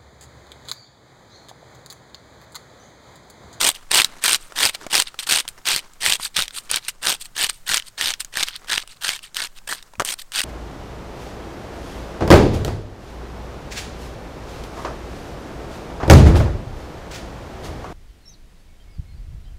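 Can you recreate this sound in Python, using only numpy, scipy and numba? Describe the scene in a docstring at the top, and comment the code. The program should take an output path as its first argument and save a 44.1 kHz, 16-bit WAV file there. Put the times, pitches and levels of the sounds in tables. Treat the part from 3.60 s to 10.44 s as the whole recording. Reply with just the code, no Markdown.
"""A wet, crackling rasp close to the microphone: a toothed plastic scaler works along a large fish on a
wooden block outdoors, three strokes a second. The teeth flick up scales in dense bursts; the flesh
thuds under them and the tool's hollow head rings. Between strokes the tool brushes lightly back.
Single scales snap off, and a few dull taps sound over quiet open air."""
import sys
import numpy as np
from scipy import signal
from scipy.fft import rfft, irfft
from scipy.io import wavfile
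from scipy.ndimage import uniform_filter1d
from numba import njit

SR = 44100
rng = np.random.default_rng(int(sys.argv[2]) if len(sys.argv) > 2 else 0)


def generate_wav(sig):
    """Save sig (samples, or channels by samples) to the path in sys.argv[1] as 16-bit PCM at SR."""
    pcm = np.round(np.clip(np.atleast_2d(sig).T, -1, 1) * 32767).astype(np.int16)
    wavfile.write(sys.argv[1], SR, pcm)


N = 301644
T = np.arange(N) / SR


def undb(db):
    """Decibels to gain."""
    return 10 ** (np.asarray(db) / 20)


def unit(x):
    """Scale to rms 1."""
    return x / np.sqrt(np.mean(x ** 2))


def fade(t, t60):
    """Exponential decay, 60 dB down after t60 seconds."""
    return np.exp(-np.log(1000) * t / t60)


def add(out, start_s, sound):
    """Mix a short sound in at start_s."""
    i = max(int(start_s * SR), 0)
    out[i:i + len(sound)] += sound[:max(N - i, 0)]


def colour(x, points):
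    """Causal filter with the given (Hz, dB) response; the result has rms 1."""
    hz, db = np.transpose(points)
    bin_hz = np.arange(N + 1) * SR / (2 * N)
    gain = undb(np.interp(np.log(bin_hz + 1), np.log(hz), db))
    cepstrum = irfft(np.log(gain))
    cepstrum[1:N] *= 2  # fold to minimum phase
    cepstrum[N + 1:] = 0
    return unit(irfft(rfft(x, 2 * N) * np.exp(rfft(cepstrum)))[:N])


@njit
def ring_grains(start, pole, size):
    """Sum of grains, each a damped sine whose pole sets its pitch and decay."""
    out = np.zeros(N)
    for k in range(len(start)):
        z = size[k] + 0j
        for i in range(start[k], min(N, start[k] + int(-6 / np.log(abs(pole[k]))))):
            z *= pole[k]
            out[i] += z.imag
    return out


def flicks(rate, scatter_db, t60):
    """Scales catch and release about rate times a second: the kicks, and the flurry after each."""
    gap, strength = rng.standard_normal((4000, 2)).T
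    at = (np.cumsum(np.exp(.5 * gap)) * SR / rate).astype(int)
    kicks = np.zeros(N)
    kicks[at[at < N]] = undb(scatter_db * np.clip(strength[at < N], -2, 1))
    return kicks, unit(signal.lfilter([1], [1, -fade(1 / SR, t60)], kicks))


def crackle(drive, low_hz, high_hz, cycles, scatter_db, count):
    """Tiny rings of scale edges and slime, each with its own pitch and length, as strong as the drive."""
    place, pitch, length, sign = rng.random((count, 4)).T
    start = (place * N).astype(int)
    hz = low_hz * (high_hz / low_hz) ** pitch
    t60 = cycles * 4 ** (length - .5) / hz
    scatter = undb(scatter_db * np.clip(rng.standard_normal(count), -2, 2))
    size = drive[start] * np.sqrt(hz / t60) * np.sign(sign - .5) * scatter
    pole = fade(1 / SR, t60) * np.exp(2j * np.pi * hz / SR)
    return unit(ring_grains(start, pole, size))


def twang(kicks, low_hz, high_hz, t60):
    """Each released scale rings for a moment at a pitch of its own."""
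    start = np.flatnonzero(kicks)
    pitch, length = rng.random((4000, 2))[:len(start)].T
    hz = low_hz * (high_hz / low_hz) ** pitch
    pole = fade(1 / SR, t60 * 3 ** (length - .5)) * np.exp(2j * np.pi * hz / SR)
    return unit(ring_grains(start, pole, kicks[start]))


def steady(x):
    """The hand keeps its pressure: single flicks differ, but their power over 25 ms is even."""
    return x / np.sqrt(uniform_filter1d(x ** 2, size=1100) + 1e-9)


def around(start, length):
    """The samples of one contact, with room for landing and lifting."""
    return slice(max(int((start - .05) * SR), 0), int((start + length + .08) * SR))


def contact(age, length, crest, first_db, last_db, arch):
    """Gain of one contact: the tool lands fast, the pressure arches over its crest, the tool lifts."""
    landing_db_per_s, lift_db_per_s = 3992, 1395
    crest = np.clip(crest, .05, .95)
    past = np.clip(age / length, 0, 1) - crest
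    rising_db = first_db * abs(past / crest) ** arch
    falling_db = last_db * abs(past / (1 - crest)) ** arch
    away_db = landing_db_per_s * np.maximum(-age, 0) + lift_db_per_s * np.maximum(age - length, 0)
    return undb(np.where(past < 0, rising_db, falling_db) - away_db)


# The air all around, and the low wind. Each row: frequency in Hz, relative level in dB.
AIR_SPECTRUM = [(100, -1), (170, -3.5), (280, -11), (600, -12.5), (1500, -15), (3000, -24), (8000, -16.5),
                (11000, -28.5), (16000, -40)]
WIND_SPECTRUM = [(10, 14), (25, 8.5), (40, -16.5), (60, -18.5), (120, -14.5), (300, -35)]

def open_air():
    """Far behind the work, a soft outdoor hiss lies over an unsteady rumble of wind."""
    gust = unit(signal.resample(rng.standard_normal(40), N))
    hiss = undb(-59) * colour(rng.standard_normal(N), AIR_SPECTRUM)
    rumble = undb(-45.5 + 2 * gust) * colour(rng.standard_normal(N), WIND_SPECTRUM)
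    return hiss + rumble


def surroundings(x):
    """Ground and leaves around the block scatter a faint short tail back to the microphone."""
    t = T[:SR // 2]
    dull_noise = signal.lfilter(*signal.butter(1, 4500, fs=SR), rng.standard_normal(len(t)))
    tail = dull_noise * fade(t, 0.52) * (t > .004)
    return undb(-35) * signal.fftconvolve(x, tail / np.linalg.norm(tail))[:N]


# Wet skin on wood. Each row: frequency in Hz, relative level in dB.
WET_SKIN_SPECTRUM = [(150, -6.5), (400, -4.5), (800, -4.5), (1300, -2), (2000, -7.5), (2800, -12),
                     (7000, -14), (12000, -23.5), (16000, -40)]
# The fish shifts under the holding hand. Each row: start in seconds, length in seconds, level in dB.
FISH_SHIFTS = [(0.44, .2, -48.5), (0.87, 0.17, -59), (1.152, 0.13, -41.5), (1.96, 0.052, -49.5),
               (2.169, 0.13, -53.5), (2.816, 0.47, -59), (4.934, 0.24, -53.5), (6.22, 0.11, -65)]

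def slither():
    """Down on the wet block the fish creeps: a faint, sticky crackle that swells whenever it shifts."""
    creep_db, settled_db, settle_s = -49, -63, 2.53
    _, flurry = flicks(rate=120, scatter_db=4, t60=.04)
    film = crackle(flurry + 0.65, 151, 14200, cycles=18, scatter_db=1.5, count=40000)
    motion = undb(settled_db + (creep_db - settled_db) * np.exp(-T / settle_s))
    for start, length, db in FISH_SHIFTS:
        add(motion, start, undb(db) * np.hanning(int(length * SR)))
    return colour(film, WET_SKIN_SPECTRUM) * motion


# The fish gives way under a hard push. Each row: start in seconds, relative level in dB.
BODY_THUMPS = [(2.14, -38), (2.478, -35), (2.781, -33), (3.121, -43), (3.481, -46), (3.826, -52),
               (4.097, -36), (4.438, -41), (4.8, -46), (5.134, -40), (6.383, -35)]

def thumps():
    """The soft body answers a push with a few low, quickly damped swings."""
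    out, t = np.zeros(N), T[:SR // 6]
    for start, db in BODY_THUMPS:
        body = sum(np.sin(2 * np.pi * hz * rng.normal(1, 0.093) * t) for hz in (75, 120, 175))
        add(out, start, undb(db) * 0.85 * body * fade(t, 0.12) * (1 - fade(t, 0.013)))
    return out


# Struck flesh. Each row: frequency in Hz, relative level in dB.
FLESH_SPECTRUM = [(30, -2), (70, -6.5), (130, -7.5), (300, 1.5), (600, 4), (1000, 7.5), (1600, 2),
                  (4000, -25)]
# Dull taps, and the tool clattering on the block.
# Each row: start in seconds, relative level in dB, pitch in Hz.
DULL_TAPS = [(0.922, -20, 1390), (1.149, -20, 692), (1.213, -23.5, 1510), (1.266, -12.5, 680),
             (1.543, -22.5, 1330), (1.852, -25, 950), (2.598, -17, 1040), (5.045, -24.5, 1110),
             (5.235, -26, 1250), (6.336, -27, 920), (6.354, -30, 2470), (6.397, -1, 1260),
             (6.403, -3.5, 1200), (6.408, -5.5, 1450), (6.413, -20, 663), (6.42, -8, 571)]

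def taps():
    """Blunt contacts at the block: a heavily damped knock, a wet splat and a short thud of flesh."""
    out, t = np.zeros(N), T[:SR // 10]
    wet = colour(rng.standard_normal(N), WET_SKIN_SPECTRUM)
    flesh = colour(rng.standard_normal(N), FLESH_SPECTRUM)
    for k, (start, db, hz) in enumerate(DULL_TAPS):
        part = slice(k * len(t), (k + 1) * len(t))
        knock = 0.43 * np.sin(2 * np.pi * hz * t) * fade(t, 0.015)
        splat = 0.26 * wet[part] * fade(t, 0.02)
        thud = 0.064 * flesh[part] * fade(t, 0.052)
        add(out, start, undb(db) * (knock + splat + thud))
    return out


# Brushed scales and fizzing slime, heard close. Each row: frequency in Hz, relative level in dB.
RUSTLE_SPECTRUM = [(100, -19), (500, -17.5), (1000, -0.5), (1600, 2), (3000, 8), (4500, 9), (6800, -7.5),
                   (10000, -33), (16000, -44)]
FIZZ_SPECTRUM = [(4000, -15), (7000, -6), (8200, -0.5), (9100, 0.5), (10200, -10), (11300, -14),
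                 (13500, -8), (16000, -25.5)]
# Light returns of the tool. Each row: start in seconds, length in seconds, level in dB,
# hardest point as a share of the length, relative fizz in dB.
RETURN_BRUSHES = [(0.143, 0.032, -33, 0.24, -8.5), (0.788, 0.13, -49.5, 0.22, -1),
                  (1.129, 0.032, -29.5, 0.84, -10), (1.457, 0.037, -30, .65, -13.5),
                  (1.59, 0.028, -27, 0.13, -4), (1.62, 0.031, -30.5, 0.38, -7),
                  (2.592, 0.089, -26.5, 0.73, -3.5), (2.928, 0.078, -30.5, 0.69, -2.5),
                  (3.010, 0.1, -58, 0.36, 2), (3.21, 0.083, -39.5, 0.55, -10.5),
                  (3.28, 0.026, -26, 0.26, -1.5), (3.599, 0.035, -34, .6, -1), (3.64, 0.03, -38, 0.6, -1),
                  (3.886, 0.027, -24.5, 0.37, -7), (3.923, 0.081, -50.5, 0.12, 1),
                  (4.245, .055, -41.5, 0.69, -3.5), (4.596, 0.03, -28.5, 0.29, -2),
                  (4.849, 0.069, -32.5, 0.4, -11), (4.906, 0.07, -34, .75, -22),
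                  (5.203, 0.032, -35, 0.61, -11), (5.275, 0.077, -43, 0.5, -7), (5.360, .017, -49, .5, -7),
                  (5.621, 0.069, -38, 0.16, -8), (5.949, 0.042, -43, 0.8, -8),
                  (6.158, 0.062, -41, 0.29, -13), (6.580, 0.035, -35, 0.42, -5),
                  (6.613, .014, -37, 0.59, -1), (6.830, 0.017, -25.5, 0.43, -2)]

def brushes():
    """Sliding back with the lie of the scales, the teeth make a fine wet rustle with sticky ticks."""
    kicks, flurry = flicks(rate=220, scatter_db=-3.5, t60=0.031)
    drive = flurry + 2
    scales = crackle(drive, 155.6, 13950, cycles=16, scatter_db=9, count=40000)
    edges = twang(kicks, 1500, 9000, t60=0.0085)
    rustle = steady(colour(scales + 0.23 * edges + 0.47 * unit(kicks), RUSTLE_SPECTRUM))
    slime = crackle(drive, 4000, 15700, cycles=27, scatter_db=4.5, count=24000)
    fizz = undb(3) * steady(colour(slime, FIZZ_SPECTRUM))
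    out = np.zeros(N)
    for start, length, db, crest, fizz_db in RETURN_BRUSHES:
        part = around(start, length)
        touch = contact(T[part] - start, length, crest, first_db=-19, last_db=-19, arch=1.47)
        out[part] += undb(db) * touch * (rustle[part] + undb(fizz_db) * fizz[part])
    return out


# The crack of a tearing scale. Each row: frequency in Hz, relative level in dB.
CRACK_SPECTRUM = [(100, -53), (500, -29.5), (1400, -0.5), (3200, -2.5), (5000, 0), (8000, -12.5),
                  (16000, -24)]
# Single scales snap off near the microphone.
# Each row: start in seconds, relative level in dB, pitch in Hz, relative treble spray in dB.
SCALE_SNAPS = [(0.0113, 1.5, 3670, -4.5), (0.0755, 3, 6840, -14.5), (0.0891, 2, 3730, 0),
               (0.314, 5, 9120, -10), (0.3446, 6.5, 7640, -12), (0.3713, 1, 4450, -3),
               (0.384, 5.5, 3320, -21), (0.3888, 6, 2680, -15), (0.3986, 9, 2480, -16),
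               (0.4166, 6, 3650, -11.5), (0.4446, 8.5, 3900, -11), (0.6384, 0.5, 2480, -1),
               (0.73, 7.5, 8550, -24.5), (0.7445, 10, 3870, -16.5), (0.987, 2, 3600, -10),
               (1.0306, 6.5, 3380, -22), (1.052, 7, 5120, -7), (1.1473, -7.5, 4340, -18),
               (1.352, 7, 4980, -12), (1.3991, 7.5, 8300, -24), (1.4208, -0.5, 2850, -6),
               (1.5893, -5, 3380, -40.5), (1.7227, 4.5, 3330, -7.5), (1.878, -8.5, 3200, -8),
               (1.8862, -10, 9600, -1), (2.0717, -2, 2500, -21.5), (2.161, 1, 4370, -5),
               (2.3341, -28, 7100, -8), (2.4614, 4, 1980, -14), (2.5217, 9, 3100, -23),
               (2.5334, 2, 3940, -9), (2.7658, 5, 3320, -14), (2.7895, 0.5, 1530, -23),
               (2.821, 0, 3770, -14), (2.8797, -9, 3240, -13), (2.9066, -17, 3580, -20.5),
               (3.1127, 2.5, 10030, -4), (3.141, -1.5, 2660, -25.5), (3.1587, -5.5, 3400, 2.5),
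               (3.2821, -0.5, 8840, -24), (3.4694, 1, 1560, -21), (3.483, 6, 3760, -32),
               (3.7785, -1, 1760, -24), (3.8963, 0, 8580, -23), (4.0902, -1.5, 1890, -8),
               (4.142, 2.5, 3300, -8), (4.17, 2, 6500, -10), (4.1774, 1.5, 2960, -19),
               (4.1972, -7.5, 3030, -26), (4.222, -16, 3140, -19), (4.4105, 1.5, 1850, -13),
               (4.537, -2.5, 3320, -20), (4.604, -4.5, 7800, -35), (4.6464, -11, 6800, -11),
               (4.7707, 0.5, 1860, -5.5), (4.8318, 5.5, 3600, -15), (4.8839, -3.5, 3230, -14),
               (4.9611, -11, 3630, -11.5), (5.1306, 4.5, 1740, -24), (5.1781, 3, 2900, -28),
               (5.2748, -23.5, 2900, -2), (5.4904, 3.5, 3100, -15), (5.5902, -16.5, 2840, -32),
               (5.7448, -12.5, 3950, -6), (5.767, -2.5, 3030, -7), (5.9855, -21, 2700, -16),
               (6.1246, -2, 1590, -30), (6.2254, -17.5, 3770, -10), (6.4485, -12, 3160, 5),
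               (6.4877, -1, 3230, -22), (6.7188, -14.5, 2940, -5), (6.8039, 2.5, 2800, -16),
               (6.8152, -1, 8450, -21)]

def snaps():
    """A scale tears loose: it strains, then cracks, rings a few cycles and leaves a short wet tail."""
    out, t = np.zeros(N), T[:SR // 25]
    tearing = undb(-14) * colour(rng.standard_normal(N), CRACK_SPECTRUM)
    spray = undb(-7.5) * colour(rng.standard_normal(N), FIZZ_SPECTRUM)
    strain_s = 0.001272
    free, since = t >= strain_s, np.maximum(t - strain_s, 0)
    burst = np.where(free, fade(since, 0.0051) + 0.14 * fade(since, 0.063), .2)
    for k, (start, db, hz, spray_db) in enumerate(SCALE_SNAPS):
        part = slice(k * len(t), (k + 1) * len(t))
        ring = undb(-9.5) * free * np.cos(2 * np.pi * hz * since) * fade(since, 0.0084)
        crack = burst * (tearing[part] + undb(spray_db) * spray[part])
        add(out, start, undb(db) * (ring + crack))
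    return out


def hollow_head(x, hz, width_hz=630):
    """The tool's hollow head rings at one pitch: two passes through the same resonance, rms 1."""
    b, a = signal.iirpeak(hz, hz / width_hz, fs=SR)
    return unit(signal.lfilter(b, a, signal.lfilter(b, a, x)))


# Teeth rasping through scales. Each row: frequency in Hz, relative level in dB.
RASP_SPECTRUM = [(300, -31.5), (900, -8), (1500, -7.5), (2100, -1.5), (3200, 2.5), (4800, -0.5), (6800, -8),
                 (9000, -22), (16000, -43.5)]
# Pressed strokes, close in front of the microphone. Each row: start in seconds, length in seconds,
# level in dB, hardest point as a share of the length, bite in dB, ease in dB, flesh in dB,
# hollow ring in dB, its pitch in Hz, fizz in dB. Bite and ease are the pressure at the two ends,
# relative to the hardest point; flesh, ring and fizz are relative to the rasp.
PRESSED_STROKES = [(0.003, 0.12, -17.5, 0.63, -7.5, -24.5, -8.5, -19, 1600, -1),
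                   (0.31, 0.12, -15.5, 0.47, -12, -11.5, -10, -18, 1860, -3.7),
                   (0.619, 0.14, -18, 0.31, -23, -6.5, -13, -8, 1700, -2.5),
                   (0.959, .14, -18.3, 0.62, -14, -8.5, -10, -5.5, 1800, -4),
                   (1.304, 0.11, -17.5, 0.44, -18, -4.5, -10.5, -21, 1660, -4),
                   (1.668, 0.14, -17.5, 0.39, -15, -7.5, -15.5, -12.5, 1610, -3),
                   (2.055, 0.14, -18.5, 0.23, -10.5, -11.5, -16.5, -15, 1680, -6),
                   (2.408, 0.15, -19.5, 0.4, -15.5, -7, -14.5, -10.5, 1970, -2.5),
                   (2.747, 0.11, -20, 0.32, -15, -19.5, -18.5, -29, 1500, -6),
                   (3.095, 0.087, -22, 0.67, -12, -6.5, -16, -12, 1650, -9),
                   (3.419, .14, -20, 0.58, -16, -19, -10, -4, 1590, -3),
                   (3.755, 0.12, -19, 0.74, -17.5, -16.5, -15.5, -8, 1780, -4),
                   (4.066, 0.13, -20, 0.54, -14.5, -18, -17, -4, 1680, -4.5),
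                   (4.379, 0.14, -21.5, 0.65, -10, -5, -16, -7, 1770, -7.5),
                   (4.729, 0.11, -21.5, 0.95, -18, -9, -13, -8, 1680, -7.5),
                   (5.074, 0.13, -22.5, 0.35, -20.5, -14, -16, -2.5, 1700, -8),
                   (5.412, 0.16, -24.5, 0.25, -17.5, -11.5, -20, -4.5, 1630, -5.5),
                   (5.757, 0.11, -27, 0.55, -9, -7, -16, -2.5, 1670, -6.5),
                   (6.076, 0.094, -31, 0.44, -5, -19, -8, 0, 1730, -0.5),
                   (6.451, 0.095, -29, 0.92, -4.5, -25, -14.5, -22, 1650, 0.5),
                   (6.723, 0.081, -21.5, 0.62, -20.5, 0, -22, -10.5, 1600, -5.5)]

def strokes():
    """Every flick of the teeth crackles, thumps the flesh, rings the tool and squeezes out slime."""
    # The ring peaks once the teeth have sunk in; after that it and the thuds die away.
    sink_in_s, swell_db_per_s = 0.033, 167.5
    ring_damp_db_per_s, flesh_damp_db_per_s = 173, 23.5
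    kicks, flurry = flicks(rate=215, scatter_db=6, t60=0.015)
    clicks, drive = unit(kicks), flurry + .5
    scales = crackle(drive, 498, 15070, cycles=15.6, scatter_db=0.5, count=40000) + 0.48 * clicks
    edges = twang(kicks, 1354, 9500, t60=0.03)
    rasp = steady(colour(scales + 0.33 * edges, RASP_SPECTRUM))
    slime = crackle(drive, 4360, 15650, cycles=18, scatter_db=4, count=30000)
    fizz = steady(colour(slime + 0.51 * clicks, FIZZ_SPECTRUM))
    thuds = steady(colour(clicks + drive * rng.standard_normal(N), FLESH_SPECTRUM))
    out = np.zeros(N)
    for (start, length, db, crest, bite_db, ease_db,
         flesh_db, ring_db, ring_hz, fizz_db) in PRESSED_STROKES:
        part = around(start, length)
        age = T[part] - start
        sinking, sunk = np.maximum(sink_in_s - age, 0), np.maximum(age - sink_in_s, 0)
        ring_gain = undb(ring_db - swell_db_per_s * sinking - ring_damp_db_per_s * sunk)
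        ring = ring_gain * steady(hollow_head(scales[part], ring_hz))
        flesh = undb(flesh_db - flesh_damp_db_per_s * sunk) * thuds[part]
        pressure = contact(age, length, crest, bite_db, ease_db, arch=1.82)
        out[part] += undb(db) * pressure * (rasp[part] + flesh + ring + undb(fizz_db) * fizz[part])
    return out


def scene():
    """One microphone close to the block: the work on the fish, its faint echo and the open air."""
    work = strokes() + brushes() + snaps() + taps() + thumps() + slither()
    return (work + surroundings(work) + open_air())[None]


def record(dry):
    """At this close range the sharpest cracks clip at full scale; the top is cut above 16.3 kHz."""
    lowpass = signal.ellip(10, .2, 70, 16300, fs=SR, output="sos")
    return signal.sosfilt(lowpass, np.clip(dry, -1, 1))


dry = scene()
out = record(dry)
generate_wav(out)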